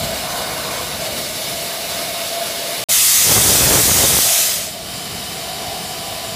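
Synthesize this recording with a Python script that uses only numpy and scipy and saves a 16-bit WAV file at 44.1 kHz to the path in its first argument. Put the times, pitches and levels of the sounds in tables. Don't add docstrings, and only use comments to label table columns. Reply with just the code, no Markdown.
import sys
import numpy as np
from scipy import signal
from scipy.io import wavfile
from scipy.ndimage import uniform_filter1d

SR = 44100
rng = np.random.default_rng(int(sys.argv[2]) if len(sys.argv) > 2 else 0)


def master_out(mix):
    frames = np.transpose(np.atleast_2d(mix))
    ceiling = np.clip(frames, -1, 1)
    pcm = np.round(ceiling * 32767).astype(np.int16)
    wavfile.write(sys.argv[1], SR, pcm)


def to_linear_factor(level_db):
    exponent = np.asarray(level_db, float) / 20
    return 10 ** exponent


N = 280035

# stop_s, return_s, blast_s (when the drain valve is first heard)
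BREAK = (2.8393, 2.8868, 2.8915)
STOP_S, RETURN_S, BLAST_S = BREAK
SHUT_S = 4.354

# frequency_hz, relative density_db (per Hz)
JET_TONE = [(530, -50), (900, -14), (1270, -7.5), (1460, -12), (2080, -6.5), (2260, -9.5), (2460, -5.5),
            (2830, -7.5), (3190, -4.5), (4660, -5.5), (6110, -3), (8930, -5), (15200, -10.5)]
# frequency_hz, width_hz, relative density_db before a shared offset
JET_PEAKS = [(2140, 55, -3.5), (3700, 69, -3), (4910, 52, -6), (6120, 57, -6), (8030, 140, -6),
             (8450, 140, -8), (14900, 62, -7)]


def drain_valve():
    open_db, sag_db_per_s, rise_s = -10.7, 1.4, .012
    shut_db_per_s2 = 140
    bright_db_per_oct, dulling_per_db = 1.9, .12
    t = np.arange(N) / SR
    since = np.maximum(t - BLAST_S, 0)
    shut_db = shut_db_per_s2 * np.clip(t - SHUT_S, 0, .7) ** 2
    tilt = np.maximum(bright_db_per_oct - dulling_per_db * shut_db, -2)
    jet = steam(JET_TONE, JET_PEAKS, peak_db=1, patchy_db=1.2, flicker_db=0.23, tilt=tilt)
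    onset = 1 - .45 * np.exp(-since / rise_s)
    return jet * onset * to_linear_factor(open_db - sag_db_per_s * since - shut_db) * (t > RETURN_S)


# frequency_hz, relative density_db (per Hz)
ROAR_TONE = [(15, -45), (25, -21), (59, 5), (117, 3), (212, -5.5), (273, -14), (556, -3.5), (1110, -16.5),
             (1270, -11.5), (2500, -15), (3250, -42), (5500, -120)]
# start_s, length_s, gain_db
SURGES = [(3.31, .47, -19.5), (3.9, .26, -21)]
# time_s, peak_db
HARD_PUFFS = [(3.315, -9), (3.505, -10), (3.586, -9), (3.69, -10), (3.786, -9), (3.894, -10), (4.097, -10),
              (4.189, -6)]


def chimney():
    puffs_per_s, puff_s = 300, 0.00023
    size = to_linear_factor(3.0 * np.minimum(rng.exponential(1, N), 3)) * (rng.random(N) < puffs_per_s / SR)
    size *= np.where(rng.random(N) < .6, 1, -1)
    u = np.arange(600) / SR / puff_s
    puff = signal.lfilter([1, -1], [1, -.97], u * np.exp(-u))
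    puff /= puff.max()
    puffs = evened(signal.oaconvolve(size, puff)[:N])
    noise = steam(ROAR_TONE, patchy_db=0.0, flicker_db=.6)
    roar = (0.76 * noise + 0.6 * puffs) * held(SURGES, 140, 140)
    sputter = evened(uniform_filter1d(rng.standard_normal(N), size=600))
    roar *= to_linear_factor(2.3 * np.clip(sputter, -2, 1.5))
    hard = np.zeros(N)
    for time_s, peak_db in HARD_PUFFS:
        hard[round(time_s * SR)] = to_linear_factor(peak_db)
    return roar + signal.oaconvolve(hard, puff)[:N]


# frequency_hz, relative density_db (per Hz)
NEAR_TONE = [(18, -63), (30, -33), (66, -24.5), (132, -17.5), (229, -13), (313, -13.5), (570, -10),
             (667, -28), (843, -15.5), (2210, -16.5), (3270, -15.5), (3630, -10.5), (6270, -17.5),
             (10600, -19.5), (15200, -21)]
# frequency_hz, width_hz, relative density_db before a shared offset
NEAR_PEAKS = [(2205, 240, 7), (2940, 200, 6.5), (3820, 97, -10), (4510, 240, 2), (5090, 270, 5),
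              (7730, 470, -1.5), (8550, 280, -4), (9050, 53, -11), (10270, 800, -1.5), (11060, 230, 3),
              (13000, 180, -5), (14800, 280, -22)]
# frequency_hz, relative density_db (per Hz)
FAR_TONE = [(18, -45), (30, -26), (129, -6), (241, -11.5), (313, -9), (463, -5), (721, -33.5), (935, -16),
            (1010, -12.5), (2580, -15.5), (2940, -13.5), (4830, -7.5), (6430, -17), (10300, -15),
            (15200, -20.5)]
# frequency_hz, width_hz, relative density_db before a shared offset
FAR_PEAKS = [(1157, 42, 6), (2220, 990, -1.5), (2997, 320, 5), (3760, 180, 5), (5030, 19, 2),
             (7220, 370, 0), (7820, 290, -4), (8500, 130, 0), (9230, 53, -24), (10230, 160, 0),
             (12700, 160, -16), (14100, 120, -22), (14600, 39, -13)]
# time_s, level_db, brightness_db_per_octave
NEAR_LEVEL = [(0, -24, -0.2), (.9, -25, -0.4), (1.3, -23.5, 0.1), (2.85, -23.5, 0.15)]
# time_s, level_db
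FAR_LEVEL = [(2.8, -30), (4.4, -28), (4.78, -31), (4.95, -27), (6.35, -27)]


def leaks():
    bright = curve(NEAR_LEVEL, column=2)
    near = steam(NEAR_TONE, NEAR_PEAKS, peak_db=-18, patchy_db=0.94, flicker_db=0.8, tilt=bright)
    far = steam(FAR_TONE, FAR_PEAKS, peak_db=-11.5, patchy_db=0.66, flicker_db=0.03)
    return shed(near, wet_db=-7) * level(NEAR_LEVEL) + shed(far, wet_db=-8.5) * level(FAR_LEVEL)


# time_s, level_db, centre_hz
HOWL = [(0, -29.5, 662), (.55, -30, 660), (.9, -33, 670), (1.05, -27.5, 640), (1.3, -33, 635),
        (2.84, -32, 646), (2.9, -27, 610), (2.96, -38, 700), (4.15, -46, 680), (4.26, -25.5, 680),
        (4.65, -36, 650), (5.1, -35, 700), (5.55, -32, 700), (6.1, -33.5, 700), (6.35, -32, 650)]
# start_s, length_s, level_db before its random wander
CORE_NOTES = [(0, .15, -35), (1.47, 1.37, -34), (2.35, .07, -25.5)]


def blower():
    wander_hz, wander_db = 8, 1.1
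    hz = curve(HOWL, column=2) + wander_hz * slow(.15)
    broad = evened(resonate(resonate(rng.standard_normal(N), hz, 111), hz, 225))
    broad = broad * to_linear_factor(curve(HOWL) + wander_db * slow(.12))
    core = wavering(680, spread_hz=7, spread_db=2, smooth_s=.025) * held(CORE_NOTES, 300, 300)
    close_by = np.arange(N) / SR < RETURN_S
    return broad + core * close_by


# frequency_hz, relative density_db (per Hz)
RUMBLE_TONE = [(15, -43), (25, -16), (65, 4), (103, -7), (198, 1.5), (279, -20), (300, -9.5), (390, -36),
               (660, -120)]
# start_s, length_s, level_db
SCRAPE = (.3, .4, -35.5)
# frequency_hz, relative level_db before its random wander
STEEL = [(496, 0), (950, -4), (1000, -2), (1060, -2), (1121, -3), (1470, -6), (1522, -4)]
# start_s, length_s, gain_db
SING = (.33, .5, -38)


def wheels():
    near_db, slowing_db_per_s = -33, 4.5
    blast_db, far_db, lumps_db = -44, -38.5, 1.5
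    t = np.arange(N) / SR
    after_db = blast_db + (far_db - blast_db) * np.clip((t - SHUT_S) / .5, 0, 1)
    roll_db = np.where(t < RETURN_S, near_db - slowing_db_per_s * t, after_db) + lumps_db * slow(.15)
    rumble = steam(RUMBLE_TONE, patchy_db=-0.9, flicker_db=0.0) * to_linear_factor(roll_db)
    rub = evened(resonate(resonate(rng.standard_normal(N), 1060, 700), 1100, 850))
    scrape = rub * held([SCRAPE], 25, 30)
    steel = np.zeros(N)
    for hz, db in STEEL:
        steel += to_linear_factor(db + 1.5 * slow(.1)) * evened(resonate(rng.standard_normal(N), hz, 30))
    return rumble + scrape + steel * held([SING], 80, 80)


# start_s, length_s, level_db before its random wander
HUM_NOTE = (5.24, 1.1, -46)


def hum():
    return wavering(1000, spread_hz=3, spread_db=2.4, smooth_s=.06) * held([HUM_NOTE], 120, 120)


def shed(x, wet_db, t60=0.14):
    slots = np.arange(100, SR // 2, 20)
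    at = slots + rng.integers(0, 20, len(slots))
    taps = np.zeros(SR)
    taps[at] = rng.choice([-1., 1.], len(at)) * to_linear_factor(-60 * at / SR / t60)
    taps = signal.sosfilt(signal.butter(2, 900, "high", fs=SR, output="sos"), taps)
    taps *= to_linear_factor(wet_db) / np.linalg.norm(taps)
    taps[0] = 1
    return signal.oaconvolve(x, taps / np.linalg.norm(taps))[:N]


def steam(tone, peaks=(), peak_db=0, patchy_db=1.5, flicker_db=0.21, tilt=0):
    frames, hz = N // 256 + 5, np.fft.rfftfreq(1024, 1 / SR)
    a, b, patches = rng.standard_normal((frames, 513, 3)).T
    patches = evened(uniform_filter1d(uniform_filter1d(patches, size=10, axis=0), size=16, axis=1))
    flicker = evened(uniform_filter1d(rng.standard_normal(frames), size=4))
    power = to_linear_factor(read(tone, hz)) ** 2
    for f, width, db in peaks:
        power = power + to_linear_factor(db + peak_db) ** 2 / (1 + (2 * (hz - f) / width) ** 2) ** 2
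    frame_tilt = (tilt * np.ones(N))[np.minimum(np.arange(frames) * 256, N - 1)]
    slope = np.log2((hz[:, None] + 1) / 6000) * frame_tilt
    gain = to_linear_factor(patchy_db * patches + flicker_db * flicker + slope)
    z = (a + 1j * b) * np.sqrt(power)[:, None] * gain
    return evened(signal.istft(z, nperseg=1024, noverlap=768)[1][:N])


def resonate(x, hz, width):
    turn = np.exp(2j * np.pi * np.cumsum(hz * np.ones(N)) / SR)
    r = np.exp(-np.pi * width / SR)
    return 2 * (turn * signal.lfilter([1 - r], [1, -r], x / turn)).real


def wavering(hz, spread_hz, spread_db, smooth_s):
    size = round(smooth_s * SR)
    a, b = (evened(uniform_filter1d(v, size)) for v in rng.standard_normal((2, N)))
    line = np.sqrt(2) * np.sin(2 * np.pi * np.cumsum(hz + spread_hz * a) / SR)
    return line * to_linear_factor(spread_db * b)


def held(rows, rise_db_per_s, fall_db_per_s):
    t = np.arange(N) / SR
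    power = np.zeros(N)
    for start, length, db in rows:
        rise_db = rise_db_per_s * np.maximum(start - t, 0)
        fall_db = fall_db_per_s * np.maximum(t - start - length, 0)
        power += to_linear_factor(db - rise_db - fall_db) ** 2
    return np.sqrt(power)


def slow(smooth_s):
    size = round(smooth_s * SR)
    return evened(uniform_filter1d(uniform_filter1d(rng.standard_normal(N), size), size))


def curve(rows, column=1):
    rows = np.asarray(rows)
    return np.interp(np.arange(N) / SR, rows[:, 0], rows[:, column])


def level(rows):
    t = np.arange(N) / SR
    inside = 1. * (t > rows[0][0] - .02) * (t < rows[-1][0] + .02)
    return to_linear_factor(curve(rows)) * uniform_filter1d(inside, size=400)


def read(points, hz):
    f, value = np.transpose(points)
    return np.interp(np.log(hz + 1), np.log(f + 1), value, left=-90)


def evened(x):
    return x / np.sqrt(np.mean(x ** 2) + 1e-20)


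def scene():
    t = np.arange(N) / SR
    blast = shed(drain_valve(), wet_db=-9.5) * (t > BLAST_S)
    engine = chimney() + leaks() + blower() + wheels() + hum()
    return np.tile(engine + blast, (2, 1))


def low_pass(x):
    return signal.sosfilt(signal.butter(12, 16640, fs=SR, output="sos"), x)


def record(dry):
    low_cut = signal.sosfilt(signal.butter(4, 46, "high", fs=SR, output="sos"), dry)
    rounded = 1.1 * np.tanh(low_cut / 1.1)
    t = np.arange(N) / SR
    broken = rounded * ((t < STOP_S) | (t > RETURN_S))
    band_limit = signal.firwin(801, 15290, window=("kaiser", 9), fs=SR)
    limited = signal.oaconvolve(broken, band_limit[None], "same")
    return low_pass(limited)


dry = scene()
out = record(dry)
master_out(out)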